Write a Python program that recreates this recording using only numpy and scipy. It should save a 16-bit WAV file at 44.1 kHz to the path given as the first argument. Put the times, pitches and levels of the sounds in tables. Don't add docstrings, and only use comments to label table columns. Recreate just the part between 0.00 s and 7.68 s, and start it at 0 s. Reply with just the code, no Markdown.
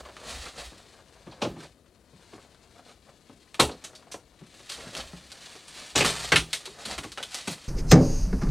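import sys
import numpy as np
from scipy import signal
from scipy.fft import rfft, irfft, next_fast_len
from scipy.io import wavfile
from scipy.ndimage import uniform_filter1d

SR = 44100
rng = np.random.default_rng(int(sys.argv[2]) if len(sys.argv) > 2 else 0)


def unload_audio(sound):
    columns = np.transpose(np.atleast_2d(sound))
    steps = np.round(np.clip(columns, -1, 1) * 32767)
    wavfile.write(sys.argv[1], SR, steps.astype(np.int16))


N = 338688
TIME = np.arange(N) / SR


def undb(db):
    return np.exp(np.asarray(db) * np.log(10) / 20)


def unit(x):
    return x / np.sqrt(np.mean(x ** 2))


def along(table):
    s, *columns = np.transpose(table)
    return [np.interp(TIME, s, column) for column in columns]


def at_hz(points, hz):
    point_hz, value = np.transpose(points)
    return np.interp(np.log(np.maximum(hz, 1)), np.log(point_hz), value)


def colour(x, points):
    size = next_fast_len(len(x) + 4096, True) // 2 * 2
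    curve_db = at_hz(points, np.fft.rfftfreq(size, 1 / SR))
    cepstrum = irfft(np.log(undb(curve_db)))
    cepstrum[1:size // 2] *= 2
    cepstrum[size // 2 + 1:] = 0
    response = np.exp(rfft(cepstrum))
    return irfft(rfft(x, size) * response)[:len(x)]


def band_filter(edges_hz, order):
    return signal.butter(order, edges_hz, "band", fs=SR, output="sos")


def resonance(x, hz, q):
    b, a = signal.iirpeak(hz, q, fs=SR)
    return signal.lfilter(b, a, x)


def walk(rate):
    k = int(SR / rate)
    steps = np.repeat(rng.standard_normal(N // k + 1), k)
    return unit(uniform_filter1d(steps, k)[:N])


def add(track, s, sound):
    i = int(s * SR)
    track[i:i + len(sound)] += sound[:N - i]


# frequency_hz, level_db
FLOOR_TONE = [(20, -15.5), (55, 5.5), (100, 1), (180, -0.5), (350, -1), (800, -16), (2000, -31),
              (5000, -40.5), (10000, -24.5), (15000, -36)]
FLOOR_DB = -58.5


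def faint_floor():
    return undb(FLOOR_DB) * unit(colour(rng.standard_normal(N), FLOOR_TONE))


def reflected(x):
    index = np.arange(N)
    out = x.copy()
    for lag_s in (.0017, .0041, .0083):
        lag = (lag_s * SR * (1 + .06 * walk(3))).astype(int)
        out += .25 * x[index - lag]
    return out


def friction(rate, spread_db, flutter_db, smear_s, wet):
    slipping = rng.random(N) < rate / SR
    size_db = spread_db * np.minimum(rng.exponential(size=N), 5)
    slips = slipping * rng.standard_normal(N) * undb(size_db)
    slips *= undb(flutter_db * walk(70))
    lingering = signal.lfilter([1], [1, -np.exp(-1 / (smear_s * SR))], slips ** 2)
    hiss = np.sqrt(lingering) * rng.standard_normal(N)
    return reflected(unit(slips) + wet * unit(hiss))


RELEASE_RATIO = 1.12


def swells(base_db, events):
    power = undb(base_db) ** 2
    for s, swell_s, db in events:
        age = (TIME - s) / swell_s
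        near = abs(age) < 10
        shape_age = np.minimum(age[near], age[near] / RELEASE_RATIO)
        power[near] += (undb(db) / np.cosh(shape_age)) ** 2
    return np.sqrt(power)


# frequency_hz, level_db
SWISH_TONE = [(400, -22), (750, -8.5), (1300, -10.5), (2000, -6.5), (3200, -6.5), (4300, -4), (5400, -10),
              (6600, -10.5), (8400, -11.5), (10400, -18.5), (12500, -30.5), (16000, -38)]
RUB_TONE = [(50, -18), (90, -11), (150, 2), (400, 0.5), (620, 3), (1150, -4), (1600, -4), (2400, -18),
            (4000, -73)]
GROUND_TONE = [(20, -18), (38, -17), (55, 2.5), (75, -0.5), (110, -41), (200, -45)]
# time_s, cloth_swish_db, hand_rub_db
EFFORT = [(0.0, -56.5, -55), (0.7, -53, -56.5), (1.1, -59, -56.5), (1.55, -58.5, -53.5), (1.82, -68, -68),
          (2.03, -67, -64), (2.22, -58, -59.5), (3.0, -62.5, -66), (3.45, -60, -66.5), (3.8, -57.5, -56.5),
          (4.05, -61.5, -58), (4.45, -61, -66), (4.62, -52, -63.5), (4.78, -46.5, -51), (5.3, -52.5, -59.5),
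          (6.7, -53, -58.5), (7.1, -53.5, -67), (7.68, -50, -55)]
# peak_s, swell_s, cloth_swish_db, hand_rub_db
STROKES = [(0.005, 0.0053, -47.5, -37.5), (0.314, 0.042, -39.5, -44), (0.445, 0.035, -41, -51.5),
           (0.598, 0.018, -39, -41), (0.655, 0.017, -45.5, -70), (1.625, 0.03, -50, -53),
           (2.36, 0.037, -58.5, -55), (2.78, 0.034, -61, -53), (2.9, 0.028, -56.5, -54.5),
           (3.095, .02, -60, -55.5), (4.978, 0.028, -40.5, -40.5), (5.46, 0.071, -48, -58),
           (5.819, 0.059, -43.5, -56), (5.9, 0.01, -47, -69), (6.61, 0.075, -50, -74),
           (6.815, 0.024, -45, -46), (6.915, 0.026, -36, -41.5), (7.21, 0.016, -49, -47),
           (7.368, 0.033, -37.5, -66), (7.513, 0.02, -36, -50)]
# peak_s, swell_s, level_db
THUMPS = [(0.005, 0.072, -50), (0.375, 0.053, -45), (0.65, 0.023, -43), (1.485, .03, -46),
          (3.655, 0.016, -36.5), (5.04, 0.065, -48), (6.06, 0.063, -45.5), (6.38, 0.042, -37),
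          (6.96, 0.055, -50.5)]
SHUFFLE_DB = -12


def handling():
    swish_db, rub_db = along(EFFORT)
    swish_slips = friction(rate=4500, spread_db=2.5, flutter_db=1.4, smear_s=0.007, wet=1.34)
    rub_slips = friction(rate=700, spread_db=2.0, flutter_db=2.0, smear_s=0.016, wet=0.99)
    swish = unit(colour(swish_slips, SWISH_TONE))
    rub = unit(colour(rub_slips, RUB_TONE))
    tread = unit(colour(rng.standard_normal(N), GROUND_TONE))
    swish_strokes = [(s, swell_s, db) for s, swell_s, db, _ in STROKES]
    rub_strokes = [(s, swell_s, db) for s, swell_s, _, db in STROKES]
    return (swish * swells(swish_db, swish_strokes)
            + rub * swells(rub_db, rub_strokes)
            + tread * swells(rub_db + SHUFFLE_DB, THUMPS))


FINGERS_PER_S, FINGER_DB, FINGER_SPREAD_DB = 6, 0, 3.5
FINGER_SPOT_HZ, FINGER_FALL_DB_PER_OCTAVE, FINGER_RISE_S = 700, 5, .004


def fingers():
    out = np.zeros(N)
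    _, rub_db = along(EFFORT)
    for when, strength, spot in rng.uniform(-1, 1, (int(FINGERS_PER_S * N / SR), 3)):
        i = int(abs(when) * (N - 1))
        db = rub_db[i] + FINGER_DB + FINGER_SPREAD_DB * strength
        spot_hz = FINGER_SPOT_HZ * 2 ** (2 * spot)
        add(out, i / SR, tap(db, spot_hz, FINGER_FALL_DB_PER_OCTAVE, FINGER_RISE_S))
    return out


def tap(db, spot_hz, fall_db, rise):
    centres_hz = np.sqrt(np.multiply(PART_EDGES_HZ[:-1], PART_EDGES_HZ[1:]))
    parts_db = db - fall_db * abs(np.log2(centres_hz / spot_hz))
    return blow(parts_db, rise, spot_hz, spot_db=3, crack=37, early_db=6.0, modes_db=-32.5,
                longest_t60=0.21, size=SR // 8)


# start_s, level_db, struck_spot_hz, contact_rise_s
KNOCKS = [(0.052, -47.5, 1030, .002), (0.088, -49, 890, 0.0011), (0.167, -46, 1250, 0.00045),
          (0.461, -42, 1300, 0.0021), (0.721, -50, 260, 0.0014), (1.265, -41, 258, 0.0037),
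          (1.274, -58, 1100, 0.0057), (1.322, -50.5, 900, 0.0014), (1.559, -42.5, 250, 0.011),
          (2.129, -53, 171, 0.003), (2.33, -43.5, 372, 0.0032), (3.296, -46, 234, 0.00096),
          (3.687, -36, 480, 0.0054), (4.025, -58, 960, 0.0013), (4.066, -56, 660, .004),
          (4.143, -39, 530, 0.00068), (4.412, -44.5, 171, 0.0017), (4.783, -46, 434, 0.002),
          (4.868, -43.5, 151, 0.0011), (5.133, -41.5, 175, 0.00023), (5.552, -49, 410, 0.00047),
          (6.67, -44, 404, 0.0025), (6.856, -43, 150, 0.0047), (6.982, -43.5, 150, .002),
          (7.04, -38, 326, 0.0024), (7.477, -34.5, 167, 0.0017)]
KNOCK_FALL_DB_PER_OCTAVE = 6.5
# start_s, level_db, struck_spot_hz, fall_db_per_octave (away from the spot), contact_rise_s
CLICKS = [(1.313, -55, 4360, 23, 0.0022), (2.547, -62.5, 1510, 4, 0.00037), (3.544, -46, 2430, 4.5, .0008),
          (3.714, -49, 4360, 22, 0.0019), (3.84, -44, 6490, 3, 0.0033), (3.952, -49, 4910, 9.5, 0.0019),
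          (4.113, -44.5, 5900, 4, 0.009), (4.463, -62, 4320, 3.5, .003), (4.542, -62, 4360, 0, 0.0019),
          (4.598, -56, 586, 4.5, .003), (4.693, -41, 4320, 4.5, 0.0038), (4.711, -41, 4380, 5.5, 0.021),
          (4.951, -42, 2930, 5, 0.00025), (4.968, -39.5, 4770, 8, 0.0013), (5.004, -39, 3130, 13, 0.0011),
          (5.318, -47, 4630, 6, 0.0013), (5.682, -53.5, 8900, 1.5, 0.0013), (6.656, -42.5, 4130, 5, 0.0017),
          (6.851, -39, 4170, 4.5, 0.0045), (6.98, -39.5, 1960, 2.5, 0.0024),
          (7.033, -45.5, 1970, 2.5, 0.0033), (7.119, -46, 4800, 5.5, 0.0012),
          (7.175, -35.5, 1500, 7, 0.002), (7.228, -37, 3400, 6, 0.0017), (7.345, -38, 5700, 3.5, 0.0011),
          (7.474, -39.5, 2340, 0.5, 0.0027), (7.507, -41, 13000, 11, .005)]


def taps():
    out = np.zeros(N)
    for s, db, spot_hz, rise in KNOCKS:
        add(out, s, tap(db, spot_hz, KNOCK_FALL_DB_PER_OCTAVE, rise))
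    for s, db, spot_hz, fall_db, rise in CLICKS:
        add(out, s, tap(db, spot_hz, fall_db, rise))
    return out


# time_s, level_db
SLIDE = [(5.955, -50), (5.975, -24), (6.06, -27.5), (6.115, -29), (6.135, -34), (6.2, -36), (6.25, -33),
         (6.3, -40.5), (6.33, -46)]
# frequency_hz, level_db
SCRAPE_TONE = [(60, -15), (130, -0.5), (250, -12), (550, -6), (1200, -6.5), (2500, -7), (4600, -5),
               (5600, -10.5), (8500, -10), (10500, -22.5), (13000, -26.5), (16000, -45.5)]


def scrape():
    slide_db, = along(SLIDE)
    sliding = (TIME > SLIDE[0][0]) & (TIME < SLIDE[-1][0])
    slips = friction(rate=2600, spread_db=2.4, flutter_db=1.2, smear_s=0.0061, wet=1.15)
    grind = unit(colour(slips, SCRAPE_TONE))
    squeal = unit(signal.sosfilt(band_filter([8680, 8880], 4), rng.standard_normal(N)))
    squeal *= np.exp(-((TIME - 6.125) / .065) ** 2)
    return sliding * (grind * undb(slide_db) + squeal * undb(-45 + 3 * walk(60)))


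# frequency_hz, relative_level_db, t60_s
MODES = [(113.7, 3.5, 0.27), (157.9, 4, 0.53), (213.4, 0.5, 0.26), (247, -2.5, 0.33), (304, -4, 0.326),
         (424.7, 6.5, 0.25), (481, 11.5, 0.14), (563.5, 14, 0.098), (1116, 7, 0.18), (1227, 0.5, 0.22),
         (1690, 0, 0.068), (2190, 17, 0.071), (2564, 15, 0.09), (2680, 13.5, 0.08), (2730, 0, 0.074),
         (3867, 14.5, 0.14), (4100, 18, 0.076), (4460, 13.5, 0.2), (8100, 8, 0.14), (9500, -3, 0.17)]
# frequency_hz, t60_s
CROWD_T60 = [(100, 0.24), (250, 0.27), (560, 0.2), (1500, 0.14), (4000, 0.17), (10000, 0.19)]
CROWD_EDGES_HZ = np.geomspace(60, 16000, 7)
CROWD_FILTERS = [band_filter(edges, 3) for edges in zip(CROWD_EDGES_HZ, CROWD_EDGES_HZ[1:])]


def ringing(t, modes_db, longest_t60):
    hz, db, t60 = np.transpose(MODES)[:, :, None]
    sign, weight, detune = rng.standard_normal((len(MODES), 3)).T[:, :, None]
    fade_db = -60 * t / np.minimum(t60, longest_t60)
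    phase = (2 * np.pi * hz * (1 + 0.0047 * detune) * t).astype(np.float32)
    clear = np.sign(sign) * undb(db + 2.7 * weight + fade_db) * np.sin(phase)
    centres_hz = np.sqrt(CROWD_EDGES_HZ[1:] * CROWD_EDGES_HZ[:-1])
    crowd_t60 = np.minimum(at_hz(CROWD_T60, centres_hz), longest_t60)
    noise = rng.standard_normal(len(t))
    crowd = sum(signal.sosfilt(f, noise) * undb(-60 * t / d) for f, d in zip(CROWD_FILTERS, crowd_t60))
    return crowd + undb(modes_db) * clear.sum(axis=0)


# frequency_hz, level_db
TABLE_TONE = [(80, 9), (450, 3.5), (620, 5.5), (830, 3.5), (1250, -0.5), (1700, -3.5), (2500, -4.5),
              (4200, -4), (5400, -8), (6600, -5.5), (8400, -1), (10000, -5.5), (12000, -14.5), (16000, -26)]
PART_EDGES_HZ = [90, 350, 1300, 3200, 6000, 15000]
PART_FILTERS = [band_filter(edges, 4) for edges in zip(PART_EDGES_HZ, PART_EDGES_HZ[1:])]


def blow(parts_db, rise, spot_hz, spot_db, crack, early_db, modes_db, longest_t60, size):
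    t = np.arange(size) / SR
    near_walls = rng.standard_normal(size) * (rng.random(size) < .25) * np.exp(-(t / .013) ** 4)
    sound = ringing(t, modes_db, longest_t60) + undb(early_db) * near_walls
    sound *= 1 - np.exp(-t / rise)
    sound[0] += crack * np.exp(-rise / 0.0016)
    lag = int(rng.uniform(.002, .006) * SR)
    sound[lag:] += .3 * sound[:-lag]
    sound = colour(sound + undb(spot_db) * resonance(sound, spot_hz, q=5.2), TABLE_TONE)
    attack = int(.03 * SR)
    parts = [signal.sosfilt(f, sound) for f in PART_FILTERS]
    return sum(p * undb(db) / np.std(p[:attack]) for p, db in zip(parts, parts_db))


BLOWS = [(1.417, -32.5, -29.5, -38.5, -35.5, -51.5, 0.0027, 2550),
         (1.44, -38, -33.5, -45, -66, -66, 0.0066, 560), (3.593, -32.5, -22, -37, -46, -60, 0.0016, 149),
         (3.597, -28, -23, -23, -22, -26.5, 0.0012, 4100),
         (5.953, -41.5, -30.5, -42, -42, -55, 0.00059, 218),
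         (5.957, -30, -36, -29.5, -27, -32, 0.00048, 7040),
         (6.004, -33, -29, -23.5, -40, -62, 0.0013, 2520),
         (6.044, -33.5, -31.5, -29, -33.5, -33, .0028, 4300),
         (6.3196, -28.5, -26, -19.5, -27.5, -35.5, 0.00066, 1730),
         (6.359, -48, -39, -19, -24.5, -31.5, 0.00027, 9700),
         (6.53, -62, -46.5, -34.5, -30, -35.5, 0.00031, 1940)]


def blows():
    out = np.zeros(N)
    for s, *parts_db, rise, spot_hz in BLOWS:
        sound = blow(parts_db, rise, spot_hz, spot_db=5.5, crack=8.4, early_db=-3.0, modes_db=-32.5,
                     longest_t60=0.54, size=SR // 3)
        add(out, s, sound)
    return out


def scene():
    mono = faint_floor() + handling() + fingers() + taps() + scrape() + blows()
    return np.tile(mono, (2, 1))


SUPPRESSOR_BANDS_HZ = [60, 200, 600, 1500, 4000, 9000]
# frequency_hz, time_constant_s
OPENING_S = [(100, 0.028), (600, 0.016), (2000, 0.0028), (9000, 0.009)]
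SUPPRESSOR_DEPTH, SUPPRESSOR_MARGIN_DB, SUPPRESSOR_KNEE = 0.63, 7, 2.4


def suppress(x):
    spectrum, hz, out = rfft(x), np.fft.rfftfreq(N, 1 / SR), x.copy()
    for centre_hz, weights in zip(SUPPRESSOR_BANDS_HZ, np.eye(len(SUPPRESSOR_BANDS_HZ))):
        band_weight = at_hz(list(zip(SUPPRESSOR_BANDS_HZ, weights)), hz)
        part = irfft(spectrum * band_weight, N)
        power = abs(uniform_filter1d(part ** 2, SR // 40))
        threshold = np.quantile(power[::100], .05) * undb(SUPPRESSOR_MARGIN_DB) ** 2
        shut = SUPPRESSOR_DEPTH / (1 + (power / threshold) ** SUPPRESSOR_KNEE)
        hold = np.exp(-1 / (at_hz(OPENING_S, centre_hz) * SR))
        out -= part * signal.lfilter([1 - hold], [1, -hold], shut)
    return out


AIR_SIDE_DB, TOP_HZ = -15, 15900


def record(dry):
    high_pass = signal.butter(4, 11500, "high", fs=SR, output="sos")
    air = undb(AIR_SIDE_DB) * signal.sosfiltfilt(high_pass, dry[0])
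    channels = np.array([dry[0] + air, suppress(dry[1]) - air])
    top_cut = signal.ellip(8, .2, 70, TOP_HZ, fs=SR, output="sos")
    return signal.sosfilt(top_cut, channels)


dry = scene()
out = record(dry)
unload_audio(out)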